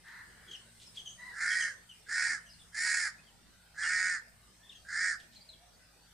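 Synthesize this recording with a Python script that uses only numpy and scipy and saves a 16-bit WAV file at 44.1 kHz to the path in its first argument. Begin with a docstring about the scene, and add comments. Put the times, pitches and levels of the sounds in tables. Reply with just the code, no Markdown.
"""Crow in the garden trees

A crow caws five times, harsh and rattling: a buzzing voice and puffs of air pass through its throat.
Small birds chip in short sliding whistles. Far crow calls, faint whistles and leaf flutters lie deeper.
The wood throws back a short tail made of scattered echoes.
Under it all lie still air and insects, made of shaped noise, and a faint low hum of wavering tones."""
import sys
import numpy as np
from scipy import signal
from scipy.fft import rfft, irfft, next_fast_len
from scipy.io import wavfile
from scipy.ndimage import uniform_filter1d

SR = 44100
rng = np.random.default_rng(int(sys.argv[2]) if len(sys.argv) > 2 else 0)


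def wrap_up_sound(samples):
    """Save the sound to the file named by the first command line argument, as 16-bit audio."""
    columns = np.atleast_2d(samples).T
    # keep every value between -1 and 1, then stretch to whole-number steps
    tamed = np.clip(columns, -1, 1)
    steps = np.round(tamed * 32767).astype(np.int16)
    wavfile.write(sys.argv[1], SR, steps)


N = 270333  # length of the scene in samples

# Levels of single sounds are those before the final mix in scene().
# Still air, shape of its spectrum: (frequency [Hz], relative level [dB per Hz])
AIR_SPECTRUM = [(20, -5), (40, -43), (70, 3), (125, -0.5), (200, -0.5), (300, -5.5), (450, -7), (700, -5.5),
                (1100, -9), (1700, -7), (2600, -10.5), (5000, -8.5), (10000, -19.5), (15000, -18.5)]
# How alike the air is at left and right: (frequency [Hz], likeness [up to 1, below 0 counts as 0])
AIR_LIKENESS = [(60, 0.87), (150, 0.25), (380, 0.45), (940, 0.54), (2350, 0.47), (5890, -0.1),
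                (14800, -0.64)]
AIR_DB = -65  # before narrow bands come and go
# Tones of the low hum: (frequency [Hz], width of the pitch waver [Hz], level before its swells [dB])
HUM_TONES = [(52.3, 2.5, -73), (102, 12.5, -78.5), (119.4, 4.8, -79), (174.3, 15.5, -75.5),
             (226, 13.1, -82.5)]
# Swell of all hum tones but the lowest: (time [s], change of level [dB])
HUM_SWELL = [(0, -4.5), (.7, 5), (1.1, 1), (6.1, -2)]
# Insects, shape of their spectrum: (frequency [Hz], relative level [dB])
INSECT_SPECTRUM = [(6500, -9), (7400, -3), (8000, 5), (8800, 4.5), (9400, 1), (10200, -6), (12000, -26.5)]
# Insects, slow loudness before a fast flicker: (time [s], level [dB])
INSECT_LEVELS = [(0, -70), (.5, -66), (1.1, -63), (1.9, -66.5), (2.6, -66), (3.5, -73), (4.5, -69),
                 (6.1, -73)]

# Tail of the wood, time to die by 60 dB: (frequency [Hz], time [s])
WOOD_T60 = [(500, .6), (1800, .55), (3200, .28), (5000, .45), (10000, .4)]
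# Quick reflections off the leaves: (frequency [Hz], level [dB])
LEAF_REFLECTIONS = [(1400, -17), (2200, -12), (5000, -5), (10000, -4)]
# Quick reflections, time to die by 60 dB: (frequency [Hz], time [s])
LEAF_T60 = [(1000, 0.36), (8000, 0.091)]

# Dry flutters in the leaves: (start [s], length [s], level [dB])
FLUTTERS = [(0.075, 0.026, -65), (0.476, 0.099, -63.5), (0.778, 0.092, -60.5), (0.931, 0.078, -58.5),
            (4.699, 0.061, -68), (5.182, 0.046, -60.5), (5.306, 0.071, -65.5)]
# Leaf noise, shape of its spectrum: (frequency [Hz], relative level [dB])
LEAF_SPECTRUM = [(1000, -16), (2500, 9), (3500, 16), (6000, 8.5), (8000, 7.5), (14000, -17)]
# Faint whistles deep in the wood: (start [s], pitch [Hz], slide [share of the pitch], level [dB])
FAR_WHISTLES = [(3.27, 4500, 0.03, -109), (3.575, 4544, 0.05, -79), (4.58, 1783, 0.22, -70.5),
                (4.765, 4550, 0.01, -74), (5.14, 720, -0.29, -75), (5.445, 632, -0.27, -74),
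                (5.58, 684, 0.16, -68.5), (5.69, 4560, 0.037, -77), (5.77, 1520, 0.09, -74.5),
                (5.995, 4600, 0.11, -74)]
WHISTLE_S = 0.1046
# Far crow: (start [s], length [s], start pitch [Hz], middle pitch [Hz], end pitch [Hz],
#   level before its fades [dB], roughness [about 0-1])
FAR_CAWS = [(0.022, 0.24, 875, 963.5, 847, -51.5, 0.78), (0.25, 0.37, 749, 796, 884, -62.5, 1.03),
            (1.167, 0.188, 967, 991, 934, -49, 0.31)]
# Throat of the far crow: (frequency [Hz], relative level [dB])
FAR_THROAT = [(450, -46), (720, -23), (950, -14.5), (1200, -2.5), (1600, 0.5), (1950, 3), (2400, -16),
              (3000, -27), (4100, -15), (5500, -27.5), (9000, -26)]
# Small birds: (start [s], length [s], start pitch [Hz], slide [share of the pitch], level [dB],
#   octave against the main tone [dB])
CHIPS = [(0.473, 0.039, 3380, -0.092, -50, -13), (0.506, 0.025, 3350, -0.12, -41.5, -12),
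         (0.528, 0.037, 3235, -0.11, -40, -18), (0.556, 0.013, 5860, -0.12, -51, -18),
         (0.856, 0.033, 5370, -0.011, -51.5, -18), (0.968, 0.019, 3390, -0.052, -35.5, -32),
         (0.986, 0.028, 3123, -0.01, -42.5, -9.5), (1.052, 0.04, 3310, -0.1, -38, -7.5),
         (1.08, 0.053, 3245, -0.018, -45.5, 1), (1.497, 0.054, 3320, -0.07, -41, -20),
         (1.596, 0.045, 3344, -0.14, -34, 1), (1.886, 0.051, 3180, -0.12, -46, -17),
         (2.451, 0.056, 3080, -0.083, -56, -2), (2.488, 0.047, 4900, 0.053, -52.5, -20),
         (2.53, 0.021, 4590, -0.079, -54.5, -28), (2.585, 0.054, 3660, -0.1, -55.5, -39),
         (3.178, 0.037, 2440, 0.07, -58, -33), (3.26, 0.043, 3360, -0.14, -58.5, -46),
         (3.825, 0.014, 3500, -0.1, -41.5, -18), (3.832, 0.053, 2840, 0.011, -44, -6),
         (4.622, 0.076, 3560, -0.041, -57, -27), (4.692, 0.02, 3720, -0.16, -43.5, -24),
         (4.716, 0.024, 3040, -0.13, -51.5, -20), (4.743, 0.041, 3444, -0.13, -51, -9),
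         (5.355, 0.026, 4394, -0.11, -48.5, -20), (5.405, 0.03, 4730, -0.02, -52.5, -32),
         (5.486, 0.023, 4340, -0.13, -44.5, -19), (5.522, 0.031, 3800, -0.17, -54, -29)]

# One row a caw: (start [s], length [s], soft lead-in [s], attack [s], release [s], effort [dB],
#   swell over the caw [dB], top pitch [Hz], crest [share of the length], flatness of the arch [exponent],
#   roughness at the crest [0-1], throat setting at the crest, only partly followed [Hz],
#   its drop at the feet [share], sharpness at full effort [factor on the throat's dB],
#   rasp against the body [dB], top edge against the body [dB])
CAWS = [ (1.309, 0.46, 0.095, 0.1, 0.12, -29, -3.7, 373.7, 0.58, 1.53, 0.33, 1850, 0.15, 1.66, -11.5, -26),
        (2.056, 0.36, 0.031, 0.08, 0.096, -30, 2, 370.5, 0.45, 1.99, 0.36, 1880, 0.18, 1.43, -8.5, -27),
        (2.715, 0.41, 0.03, 0.075, 0.06, -30.5, 3.5, 370.6, 0.43, 2.18, 0.42, 1944, 0.085, 1.35, -5.5, -19),
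        (3.735, 0.49, 0.043, 0.12, 0.083, -29.5, -3, 369, 0.61, 2.5, 0.23, 1884, 0.18, 1.38, -10, -31.5),
        (4.839, 0.36, 0.046, 0.16, 0.089, -29.5, -1.5, 370.6, 0.62, 1.3, 0.46, 1918, 0.25, 1.7, -9.5, -35),
        ]
# Throat at rest, main resonance and upper ones: (frequency [Hz], relative level at sharpness 1 [dB])
THROAT_SPECTRUM = [(300, -64), (700, -47.5), (920, -13), (1090, -38.5), (1280, -9), (1450, -11.5),
                   (1600, -2.5), (1800, 0.5), (2000, -1.5), (2220, -6), (2450, -13), (2750, -25),
                   (3400, -36.5), (5000, -70)]
# Rasp, the harsh treble: (frequency [Hz], relative level [dB])
RASP_SPECTRUM = [(2200, -81), (3100, -20), (3800, -13.5), (4400, -3), (4900, 2.5), (5600, -1), (6300, -7),
                 (7000, 1), (7650, -8), (8500, -0.5), (9100, -8), (9550, -30), (11000, -40.5)]
# Top edge, the highest treble: (frequency [Hz], relative level [dB])
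EDGE_SPECTRUM = [(9000, -9), (9600, -7), (9900, 18.5), (10500, 17.5), (10900, 5), (11400, -38),
                 (15000, -125)]
THROAT_HZ = 1922.5  # throat setting that leaves the spectrum at rest
THROAT_FOLLOW = 0.59  # exponent: how far the throat follows its setting
NARROWING = 0.015  # extra sharpness for each dB below the loudest effort
# pitch, throat, loudness, treble and roughness all ride one arch; these act at its feet
PITCH_DROP, EFFORT_SAG_DB, RASP_SAG_DB = 0.14, -8.5, -2.5
ROUGH_START, ROUGH_END = .85, .45  # roughness 0-1 at the two feet
DROOP, DROOP_S = 0.1, 0.086  # as the air runs out, pitch and throat sink by this further share
# swell in and fade out: depth in dB and exponent of the curve
ATTACK_DB, ATTACK_CURVE = -19.5, 2
RELEASE_DB, RELEASE_CURVE = -27.5, 1.92
LEAD_IN_DB = -6  # the voice is this much softer until it breaks in
RASP_BITE = 0.073  # extra dB of treble for each dB of the swell and the fade
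RASP_FADE_DB_PER_S = -3  # the treble tires sooner than the body
PULSES_PER_RATTLE = 5  # voice cycles in one rattle
RATTLE_DB, RASP_RATTLE_DB, SHIMMER_DB = 1.9, .5, 1.3  # rattle, extra in the treble, random shimmer
JITTER, LIMP = .045, .012  # timing errors in cycles: random (at roughness 1) and with the rattle
BREATH, RASP_NOISE = .55, .65  # puffs of air in the body (at roughness 1) and in the treble
# second side of the voice organ (pitch ratio, level), halfway lines, uneven swell of each harmonic
SECOND_RATIO, SECOND_DB, HALF_DB, STRAND_DB = 1.265, -10, -10, 4.5

CUT_HZ = 15000


def gain_of(db):
    """Turns decibels into a factor."""
    return 10 ** (np.asarray(db) / 20)


def evened(x):
    """Scales a sound to an average strength (rms) of 1."""
    return x / np.sqrt(np.mean(x ** 2) + 1e-20)


def read(points, hz):
    """Reads a frequency table between its points, on a log-frequency axis."""
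    f, value = np.transpose(points)
    return np.interp(np.log(hz + 1), np.log(f + 1), value)


def over_time(points):
    """Draws a time table as a line over the whole scene."""
    return np.interp(np.arange(N) / SR, *np.transpose(points))


def sine(hz):
    """A pure tone that follows a changing pitch."""
    return np.sin(2 * np.pi * np.cumsum(hz) / SR)


def coloured(x, spectrum):
    """Gives a sound a fixed balance of low and high, at rms 1."""
    size = x.shape[-1]
    length = next_fast_len(size, True)
    gain = gain_of(read(spectrum, np.fft.rfftfreq(length, 1 / SR)))
    return evened(irfft(rfft(x, length) * gain, length)[..., :size])


def wander(size, hz):
    """Smooth random drift, mostly slower than hz, drawn at rms 1."""
    length = max(next_fast_len(size), SR)
    f = np.fft.rfftfreq(length, 1 / SR)
    smooth = rfft(rng.standard_normal(length)) * np.exp(-(f / hz) ** 2)
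    return evened(irfft(smooth, length))[:size]


def add(mix, s, sound):
    """Lays a sound into the mix at s seconds."""
    part = mix[max(round(s * SR), 0):][:len(sound)]
    part += sound[:len(part)]


def played(source, table):
    """Sounds every row of a table with its source."""
    mix = np.zeros(N)
    for row in table:
        add(mix, *source(*row))
    return mix


def patchy(x, depth_db):
    """Lets narrow bands come and go, as the far sounds of a wood do."""
    z = signal.stft(x, SR, nperseg=1024, noverlap=768)[2]
    patches = rng.standard_normal(z.shape[1:])
    patches = uniform_filter1d(patches, size=5, axis=0)  # neighbouring frequencies move together
    patches = evened(uniform_filter1d(patches, size=18, axis=1))  # and change slowly
    return signal.istft(z * gain_of(depth_db * patches), SR, nperseg=1024, noverlap=768)[1][:, :N]


def still_air():
    """Soft noise, partly shared by both ears, whose level and narrow bands drift."""
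    same = np.clip(read(AIR_LIKENESS, np.fft.rfftfreq(N, 1 / SR)), 0, 1)
    left, other = rfft(rng.standard_normal((2, N)))
    right = same * left + np.sqrt(1 - same ** 2) * other
    air = coloured(irfft(np.array([left, right]), N), AIR_SPECTRUM)
    return patchy(gain_of(AIR_DB + .5 * wander(N, 0.33)) * air, depth_db=3.8)


def low_hum():
    """A few low tones, each wavering at random in pitch and loudness."""
    tones = []
    for hz, width_hz, db in HUM_TONES:
        tone = evened(sine(hz + width_hz / 2 * wander(N, 11.36)))
        tones.append(gain_of(db + 2.6 * wander(N, 14)) * tone)
    return tones[0] + gain_of(over_time(HUM_SWELL)) * sum(tones[1:])


def insects():
    """A thin band of high noise that flickers and slowly swells."""
    chorus = coloured(rng.standard_normal((2, N)), INSECT_SPECTRUM)
    return gain_of(over_time(INSECT_LEVELS) + wander(N, 12)) * chorus


def scatter(x, t60, delay):
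    """Sparse echoes from trunks and leaves, different at each ear, each band dying at its own speed."""
    taps = np.zeros((2, SR))
    # one echo at a random place in every 20 samples
    at = np.arange(0, SR - 20, 20) + rng.integers(0, 20, (2, (SR - 1) // 20))
    np.put_along_axis(taps, at, rng.choice([-1., 1.], at.shape), 1)
    hz, t, z = signal.stft(taps, SR, nperseg=256)
    decay = gain_of(-60 * t / read(t60, hz)[:, None])
    tail = signal.istft(z * decay, SR, nperseg=256)[1]
    tail = np.pad(tail / np.linalg.norm(tail[0]), ((0, 0), (int(abs(delay) * SR), 0)))
    return signal.fftconvolve(x[None], tail, axes=1)[:, :N]


def placed(x, pan_db, wood_db):
    """Direct sound, quick reflections from the leaves and the tail of the wood; pan above 0 is left."""
    leaf_gain = gain_of(read(LEAF_REFLECTIONS, np.fft.rfftfreq(N, 1 / SR)))
    near = irfft(rfft(scatter(x, LEAF_T60, delay=.001)) * leaf_gain, N)
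    sides = gain_of([[pan_db / 2], [-pan_db / 2]])
    return (x + near) * sides + gain_of(wood_db) * scatter(x, WOOD_T60, delay=.015)


def flutter(s, length, db):
    """A soft, uneven burst of leaf noise."""
    size = max(int(length * SR), 64)
    grain = rng.standard_normal(SR)[:size] * gain_of(2.4 * wander(size, 220))
    return s, gain_of(db) * evened(coloured(grain, LEAF_SPECTRUM) * np.hanning(size))


def far_whistle(s, pitch_hz, slide, db):
    """A soft, nearly pure note on a slide of pitch."""
    size = int(WHISTLE_S * SR)
    hz = pitch_hz * (1 + slide * np.linspace(-.5, .5, size)) + 30 * wander(size, 100)
    return s, gain_of(db) * evened(sine(hz) * np.hanning(size))


def far_caw(s, length, start_hz, middle_hz, end_hz, db, rough):
    """A higher, nasal call: seven harmonics on a bent pitch, with noise, through a fixed throat."""
    size = int(length * SR)
    hz = np.interp(np.linspace(0, 2, size), np.arange(3), [start_hz, middle_hz, end_hz])
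    phase = 2 * np.pi * np.cumsum(hz * (1 + .13 * rough * wander(size, 400))) / SR
    tone = evened(sum(np.cos(k * phase) for k in range(1, 8)))
    voice = tone + rough * rng.standard_normal(SR)[:size]
    return s, gain_of(db) * coloured(voice, FAR_THROAT) * signal.windows.tukey(size, .5)


def chip(s, length, start_hz, slide, db, octave_db):
    """A short sliding whistle with its octave and a quick waver."""
    size = max(int(length * SR), 64)
    hz = start_hz * np.linspace(1, 1 + slide, size) * (1 + .025 * wander(size, 450))
    whistle = sine(hz) + gain_of(octave_db) * sine(2 * hz)
    shape = signal.windows.tukey(size, .6) * gain_of(2.5 * wander(size, 250))
    return s, gain_of(db) * evened(shape * whistle)


def arch(share, crest, flatness):
    """Rises from 0 to 1 at the crest and falls back to 0."""
    away = np.maximum((crest - share) / crest, (share - crest) / (1 - crest))
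    return 1 - np.clip(away, 0, 1) ** flatness


def envelope_db(t, lead_in, attack, release):
    """Swells in, breaks into full voice, holds and fades out."""
    rise = ATTACK_DB * np.maximum(1 - t / attack, 0) ** ATTACK_CURVE
    fall = RELEASE_DB * np.maximum(1 - (t[-1] - t) / release, 0) ** RELEASE_CURVE
    return rise + fall + LEAD_IN_DB * uniform_filter1d(1. * (t < lead_in), size=130)


def steadied(x):
    """Holds the level near 1 over some 30 ms, keeping the faster rattle."""
    power = uniform_filter1d(uniform_filter1d(x ** 2, size=1200), size=600)
    return x / np.sqrt(power + 1e-12)


def stack(turns, count):
    """Harmonics of one vibrating membrane; each strand swells and fades on its own."""
    knots = np.arange(0, SR, 1300)  # samples between random levels
    now = np.arange(len(turns))
    chance = np.clip(rng.standard_normal((count, len(knots))), -1.5, 1.5)
    total = np.zeros(len(turns))
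    for k, level in enumerate(gain_of(STRAND_DB * chance), 1):
        total += np.interp(now, knots, level) * np.cos(2 * np.pi * (k * turns + rng.random()))
    return evened(total)


def syrinx(glide, turns, rough):
    """The crow's voice organ (syrinx): its two sides buzz at different pitches."""
    # strong and weak cycles alternate, which puts lines halfway between the harmonics
    halves = np.sqrt(2) * np.cos(np.pi * turns) * stack(turns, count=32)
    # the other side runs a little higher
    second = stack(SECOND_RATIO * glide + JITTER * rough * wander(len(turns), 136), count=25)
    return evened(stack(turns, count=33) + gain_of(HALF_DB) * halves + gain_of(SECOND_DB) * second)


def throat(x, stretch, sharpness):
    """The throat's resonances, moved up and down and widened as the beak opens."""
    hz, t, z = signal.stft(x, SR, nperseg=512, noverlap=384)
    stretch, sharpness = (np.interp(t * SR, np.arange(len(x)), c) for c in (stretch, sharpness))
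    gain = gain_of(sharpness * read(THROAT_SPECTRUM, hz[:, None] / stretch))
    return signal.istft(z * gain, SR, nperseg=512, noverlap=384)[1][:len(x)]


def caw(s, length, lead_in, attack, release, db, swell_db, top_hz, crest, flatness, crest_rough,
        open_hz, throat_drop, open_sharpness, rasp_db, edge_db):
    """The syrinx and puffs of air, shaken by a rattle, pass through the throat; harsh treble is added."""
    t = np.arange(0, length, 1 / SR)
    size, share = len(t), t / length

    # slack is 0 at the crest of the arch and 1 at its feet
    slack = 1 - arch(share, crest, flatness)
    droop = DROOP * np.maximum(1 - (length - t) / DROOP_S, 0)
    pitch_hz = top_hz * (1 - PITCH_DROP * slack - droop)
    throat_hz = open_hz * (1 - throat_drop * slack - droop)
    shape_db = envelope_db(t, lead_in, attack, release)
    effort_db = db + shape_db + EFFORT_SAG_DB * slack + swell_db * (share - .5)
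    treble_db = RASP_BITE * shape_db + RASP_SAG_DB * slack + RASP_FADE_DB_PER_S * (t - length / 2)
    foot_rough = np.where(share < crest, ROUGH_START, ROUGH_END)
    rough = crest_rough + (foot_rough - crest_rough) * slack

    # glide and turns count voice cycles
    glide = np.cumsum(pitch_hz * (1 + .012 * rough * wander(size, 20))) / SR
    rattle_turns = glide / PULSES_PER_RATTLE + 0.32 * rough * wander(size, 135) + rng.random()
    rattle = 2 * np.pi * rattle_turns
    # each rattle tugs the cycles early and late
    turns = glide + LIMP * np.sin(rattle) + JITTER * rough * wander(size, 216)
    voice = syrinx(glide, turns, rough)
    # air noise is strongest at the start of each cycle
    puffs = evened((.5 + np.exp(-(turns % 1) / 0.44)) * rng.standard_normal(SR)[:size])
    shake = gain_of(RATTLE_DB * np.cos(rattle) + SHIMMER_DB * wander(size, 170))

    # at the soft start and end the beak is half shut and the resonance narrower
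    sharpness = open_sharpness + NARROWING * np.minimum(effort_db.max() - effort_db, 20)
    stretch = (throat_hz / THROAT_HZ) ** THROAT_FOLLOW
    body = steadied(throat(shake * (voice + BREATH * rough * puffs), stretch, sharpness))
    # the treble is noisier and rattles more deeply
    harsh = shake * gain_of(RASP_RATTLE_DB * np.cos(rattle)) * (voice + RASP_NOISE * puffs)
    rasp = gain_of(rasp_db) * steadied(coloured(harsh, RASP_SPECTRUM))
    edge = gain_of(edge_db) * steadied(coloured(harsh, EDGE_SPECTRUM))
    whole = body + gain_of(treble_db) * (rasp + edge)
    return s, gain_of(effort_db) * whole * signal.windows.tukey(size, .08)


def scene():
    """The crow a little to the right, small birds and the far callers deeper in the trees."""
    background = still_air() + low_hum() + insects()
    far_sounds = played(far_caw, FAR_CAWS) + played(far_whistle, FAR_WHISTLES) + played(flutter, FLUTTERS)
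    far = placed(far_sounds, pan_db=1, wood_db=-1.5)
    small = placed(played(chip, CHIPS), pan_db=1.5, wood_db=-5)
    crow = placed(played(caw, CAWS), pan_db=-2.7, wood_db=-19.5)
    return background + gain_of(-1.5) * far + gain_of(-8.64) * small + gain_of(-1.5) * crow


def record(dry):
    """Cuts the highest treble, above CUT_HZ, with a steep low-pass filter."""
    low_pass = signal.firwin(511, CUT_HZ, window=("kaiser", 9), fs=SR)
    return signal.oaconvolve(dry, low_pass[None], "same")


dry = scene()
out = record(dry)
wrap_up_sound(out)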